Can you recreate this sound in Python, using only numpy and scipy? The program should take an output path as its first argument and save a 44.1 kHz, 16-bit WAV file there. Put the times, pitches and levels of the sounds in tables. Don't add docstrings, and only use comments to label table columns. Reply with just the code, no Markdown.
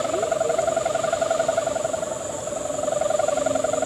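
import sys
import numpy as np
from scipy import signal
from scipy.io import wavfile
from scipy.ndimage import uniform_filter1d

SR = 44100
rng = np.random.default_rng(int(sys.argv[2]) if len(sys.argv) > 2 else 0)


def how_loud(loudness_db):
    steps = np.asarray(loudness_db, float) / 20
    return 10 ** steps


def materialize(psi):
    bounded = np.clip(np.atleast_2d(psi).T, -1, 1)
    quanta = np.round(bounded * 32767).astype(np.int16)
    wavfile.write(sys.argv[1], SR, quanta)


N = 169785

# t/s, bow resonance/dB, ground echo/dB, upper overtones/dB, second overtone/dB
ATTITUDE = [(0, -9, -16, 2, -2), (.3, -19, -17, -3.5, -0.5), (.7, -24, -11.5, -1, 0.5),
            (1, -20, -11, 3, 3.5), (1.3, -18, -8, -3.5, 2.5), (1.8, -24, -15, -8, -1),
            (2.2, -21, -15, -6, 0), (2.45, -22, -14, -10, -1), (2.7, -16.5, -9.5, -9.5, -3),
            (2.9, -18.5, -17.5, -1, -2.5), (3.05, -26, -16, -1.5, 0.5), (3.85, -22, -21.5, 0, 1.3)]


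def evened(x):
    return x / np.sqrt(np.mean(x ** 2) + 1e-20)


def slow_noise(count, size):
    once = uniform_filter1d(rng.standard_normal(count), size=size)
    return evened(uniform_filter1d(once, size=size))


def track(t, table):
    times, *columns = np.transpose(table)
    return [np.interp(t, times, column) for column in columns]


def add(mix, s, sound):
    at = round(s * SR)
    part = mix[max(at, 0):][:len(sound) + min(at, 0)]
    part += sound[max(-at, 0):][:len(part)]


def face(flips, over_db, rise_s, fall_s, over_share, lead_s, glide, split):
    flip_s, split_hz, null_s = .09, 88.8, 0.0016
    wobble_db, wobble_ms, wobble_hz = .45, .35, 4
    out = np.zeros(N)
    u = np.arange(-1600, 1600) / SR
    count = round(N / SR / flip_s) + 1
    low_pass = signal.butter(2, 130, fs=SR)
    rasp = .9 * evened(signal.lfilter(*low_pass, rng.standard_normal((count, 5, len(u)))))
    width = np.where(u > 0, fall_s, rise_s)
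    first_lag_s = flips[0][1] / 1000

    for k, chance in enumerate(rng.standard_normal((count, 10))):
        lag_ms, hz, body_hz, db, *upper_db = track(k * flip_s + first_lag_s, flips)
        bow_db, _, edge_db, second_db = track(k * flip_s, ATTITUDE)
        hz = hz + wobble_hz * chance[0]
        body_hz = body_hz + wobble_hz * chance[1]

        if split:
            upper = how_loud(upper_db[0])
            upper_phase = (body_hz + split_hz / 2) * u - split_hz * null_s
            tone = np.cos(2 * np.pi * (body_hz - split_hz / 2) * u) - upper * np.cos(2 * np.pi * upper_phase)
            rise = glide * max(1.05 - upper, 0)
        else:
            tone = np.cos(2 * np.pi * body_hz * u)
            rise = glide

        over = np.zeros(len(u))
        gliding_s = u + rise * u ** 2 / 2
        for j, partial_db in enumerate(over_db):
            level_db = partial_db + (edge_db if j else second_db) + (j + 1) * wobble_db * chance[4 + j]
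            partial = how_loud(level_db) * np.sin(2 * np.pi * (j + 2) * hz * gliding_s)
            shorter = np.exp(-j * 0.098 * (u / rise_s) ** 2)
            over += partial * shorter * (1 + min(j + 0.13, 1) * rasp[k, j])
        if not split:
            twin = np.sin(2 * np.pi * (2 * hz + 70.5) * u + 2 * chance[9])
            over += how_loud(over_db[0] + second_db - 12.5) * twin
        bow_hz = 1276 + 3.6 * wobble_hz * chance[1]
        over += how_loud(bow_db) * np.sin(2 * np.pi * bow_hz * u + chance[9])

        burst = tone * np.exp(-.5 * (u / width) ** 2)
        burst += over * np.exp(-.5 * ((u + lead_s) / width / over_share) ** 2)
        start = k * flip_s + (lag_ms + wobble_ms * chance[2]) / 1000 + u[0]
        add(out, start, np.sqrt(2) * how_loud(db + wobble_db * chance[3]) * burst)
    return out


def hummer():
    # t/s, travel lag/ms, ribbon f/Hz, split-tone centre f/Hz, level/dB, upper tone/dB
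    high_flips = [(0, 50.4, 700, 712, -22, -9), (.2, 53, 707, 720, -18.5, -11),
                  (.33, 52.3, 710, 703, -16.5, -11.5), (.6, 50.3, 695, 706, -16.5, -11.5),
                  (.95, 54.7, 717, 708, -18, -8.5), (1.3, 52.2, 704, 711, -16.5, -11.5),
                  (1.58, 52.4, 712, 697, -16, -12), (1.7, 55, 713, 702, -19, -8),
                  (2.05, 49, 694, 687, -20.5, -14.5), (2.25, 52.6, 645, 702, -29, -8),
                  (2.39, 49, 645, 685, -30.5, -4), (2.48, 49, 650, 672, -26, -9),
                  (2.78, 48, 630, 674, -24, -5), (2.92, 47, 710, 692, -20, -6),
                  (3.2, 48.3, 701, 684, -17.5, -4), (3.5, 48.7, 703, 681, -17.5, -7),
                  (3.85, 48.7, 700, 680, -19, -6.5)]
    # t/s, travel lag/ms, ribbon f/Hz, body f/Hz, level/dB
    low_flips = [(0, 8, 577, 622, -22), (.6, 7.1, 601, 617, -20), (.98, 7.4, 611, 621, -21.5),
                 (1.08, 7, 610, 620, -19), (1.18, 6.9, 596, 619, -23.5), (1.35, 7, 600, 627, -18.5),
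                 (1.45, 6.8, 600, 616, -23.5), (1.75, 8.4, 584, 609, -22), (2.1, 8, 570, 618, -26),
                 (2.45, 6.1, 568, 596, -30.5), (2.7, 3.22, 562, 602, -25), (2.85, 2.4, 594, 605, -20.5),
                 (3.15, 0.1, 602, 598, -17.5), (3.4, 0.73, 582, 594, -19.5), (3.85, 3.14, 603, 605, -20.5)]
    high_over_db = [-14.5, -26.5, -36, -31.5, -37.5]
    low_over_db = [-13, -31, -36, -35.5, -32]
    direct = face(high_flips, high_over_db, rise_s=0.0059, fall_s=0.0067, over_share=0.94, lead_s=0.0014,
                  glide=6, split=True)
    direct += face(low_flips, low_over_db, rise_s=0.0085, fall_s=0.0067, over_share=0.83, lead_s=0.0021,
                   glide=0.57, split=False)
    direct = direct * (1 + .08 * slow_noise(N, 120))

    t = np.arange(SR // 2) / SR
    tail = rng.standard_normal(len(t)) * how_loud(-60 * t / 0.27) * (t > .008)
    echo = signal.fftconvolve(direct, tail / np.linalg.norm(tail))[:N]
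    echo_db = track(np.arange(N) / SR, ATTITUDE)[1]
    return direct + how_loud(echo_db) * echo


def noise(points, patchy_db):
    hz = np.fft.rfftfreq(1024, 1 / SR)
    f, db = np.transpose(points)
    a, b, patches = rng.standard_normal((N // 256 + 5, 513, 3)).T
    patches = uniform_filter1d(patches, size=5, axis=0)
    patches = evened(uniform_filter1d(patches, size=14, axis=1))
    shape_db = np.interp(np.log(hz + 1), np.log(f + 1), db)[:, None]
    z = (a + 1j * b) * how_loud(shape_db + patchy_db * patches)
    return evened(signal.istft(z, nperseg=1024, noverlap=768)[1][:N])


def wind():
    # t/s, level/dB
    gusts = [
        (0.0, -39),
        (0.39, -43.5),
        (1.16, -40),
        (1.62, -41),
        (2.11, -46.5),
        (2.71, -46),
        (3.34, -41.5),
        (3.85, -44.5),
    ]
    # f/Hz, density/dB per Hz
    wash = [(220, -44), (330, -9), (440, -9), (560, -0.5), (800, -16.5), (1000, -17.5), (1400, -17.5),
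            (2600, -46)]
    hiss = [(1200, -4), (1700, -1.5), (3670, 1), (5600, -9), (7300, -7), (9500, -21), (12000, -52)]
    rumble = [(45, -43), (65, -8), (155, 3), (200, -12), (270, 5), (320, -6.5), (420, -28), (12500, -50)]
    far_chorus = [(5000, -13), (7300, 8), (9500, 7), (11350, -7), (11600, -14), (13400, -19), (14000, -10),
                  (15400, -7)]
    gust_db = track(np.arange(N) / SR, gusts)[0]
    out = how_loud(-34.5 + 0.23 * (gust_db - gust_db.mean())) * noise(wash, patchy_db=0.0)
    out += how_loud(-40.5) * noise(rumble, patchy_db=1.0)
    out += how_loud(-54.5) * noise(far_chorus, patchy_db=1.5)
    return out + how_loud(gust_db - 0.1) * noise(hiss, patchy_db=1.57)


def resonate(x, hz, width):
    turn = np.exp(2j * np.pi * hz * np.arange(len(x)) / SR)
    r = np.exp(-np.pi * width / SR)
    return (turn * signal.lfilter([(1 - r) ** 4], np.poly([r, r, r, r]), x / turn)).real


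def insects():
    # f/Hz, width/Hz, level/dB, pulse share, throb depth
    voices = [(7080, 200, -42.5, 0.5, 0.5), (6930, 220, -45.5, 0.5, 0.55), (7660, 500, -43, 0.33, 0.026),
              (8240, 210, -55, .3, .05), (10260, 170, -62, 0.6, .05), (10560, 120, -64, 0.6, .05),
              (10990, 360, -57.5, 0.66, 0.044), (9300, 600, -58, 0.57, .05), (3240, 150, -58, .3, .05),
              (3610, 180, -57, .3, .05), (6555, 500, -52, 0.11, 0.035)]
    pulse_rates = [121.7, 111.8, 187, 154, 138.6, 127, 131.0, 131.0, 90, 96, 100]
    swell_db_per_s, throb_hz, throb_s = 0.72, 9.81, .012
    t, out = np.arange(N) / SR, np.zeros(N)
    throbbing = np.tanh(1.6 * (0.58 + np.cos(2 * np.pi * throb_hz * (t - throb_s))))
    for rate, (hz, width, db, share, throb) in zip(pulse_rates, voices):
        share, throb = np.clip([share, throb], 0, 1)
        drift = 0.042 * np.sin(2 * np.pi * (0.87 * t + rng.random()))
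        cycle = (rate * t + drift + rng.random()) % 1
        gate = 1 - share + share * 2.5 * np.exp(-cycle / .24)
        gate = gate * (1 + throb * throbbing)
        body = resonate(gate * rng.standard_normal(N), hz, 2.4 * width)
        out += how_loud(db + swell_db_per_s * (t - 2)) * evened(body)
    return out


def moans():
    # t/s, length/s, from f/Hz, to f/Hz, level/dB
    glides = [(.03, .11, 253, 293, -43), (.115, .17, 290, 468, -30), (.26, .13, 466, 460, -39),
              (.425, .13, 452, 474, -29.5), (.545, .13, 365, 402, -38), (.56, .2, 724, 690, -33),
              (.66, .14, 365, 370, -43), (1.06, .11, 1560, 1650, -51), (1.17, .14, 890, 872, -47),
              (1.17, .14, 275, 268, -43), (1.35, .1, 260, 268, -42), (1.43, .14, 880, 925, -43),
              (1.54, .09, 1650, 1610, -53), (1.58, .11, 1690, 1790, -52), (1.64, .27, 885, 890, -47),
              (1.69, .12, 270, 265, -44), (1.92, .09, 890, 890, -47), (2.0, .17, 1610, 1790, -53),
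              (2.09, .08, 888, 890, -42), (2.2, .1, 1610, 1730, -55), (2.3, .11, 890, 886, -42.5),
              (2.55, .45, 285, 272, -44), (3.31, .38, 272, 268, -37.5), (3.6, .28, 476, 487, -37),
              (3.63, .3, 265, 274, -39)]
    out = np.zeros(N)
    for start, length, from_hz, to_hz, db in glides:
        u = np.arange(0, 1, 1 / SR / length)
        hz = from_hz + (to_hz - from_hz) * np.sin(np.pi / 2 * u)
        hz = hz * (1 + .004 * slow_noise(len(u), 1200))
        flutter = 1 + 0.28 * evened(uniform_filter1d(rng.standard_normal(len(u)), size=900))
        swell = np.sin(np.pi * u) ** 0.51 * flutter
        add(out, start, np.sqrt(2) * how_loud(db) * swell * np.sin(2 * np.pi * np.cumsum(hz) / SR))
    return out


def twig_ticks():
    # t/s, f/Hz, level/dB
    snaps = [
        (.6195, 7900, -25),
        (.6195, 8900, -33),
        (.6195, 6000, -34),
        (2.406, 5500, -35),
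    ]
    out = np.zeros(N)
    u = np.arange(400) / SR
    bell = np.exp(-.5 * ((u - .002) / .0005) ** 2)
    for s, hz, db in snaps:
        add(out, s - .002, how_loud(db) * bell * np.sin(2 * np.pi * hz * u))
    return out


def scene():
    return (hummer() + wind() + insects() + moans() + twig_ticks())[None]


def roll_off(x):
    return signal.sosfilt(signal.butter(12, 16570, fs=SR, output="sos"), x)


def record(dry):
    low_cut = signal.butter(4, 43, "high", fs=SR, output="sos")
    high_cut = signal.firwin(1401, 15500, window=("kaiser", 9), fs=SR)
    mix = signal.oaconvolve(signal.sosfilt(low_cut, dry), high_cut[None], "same")
    return roll_off(mix)


dry = scene()
out = record(dry)
materialize(out)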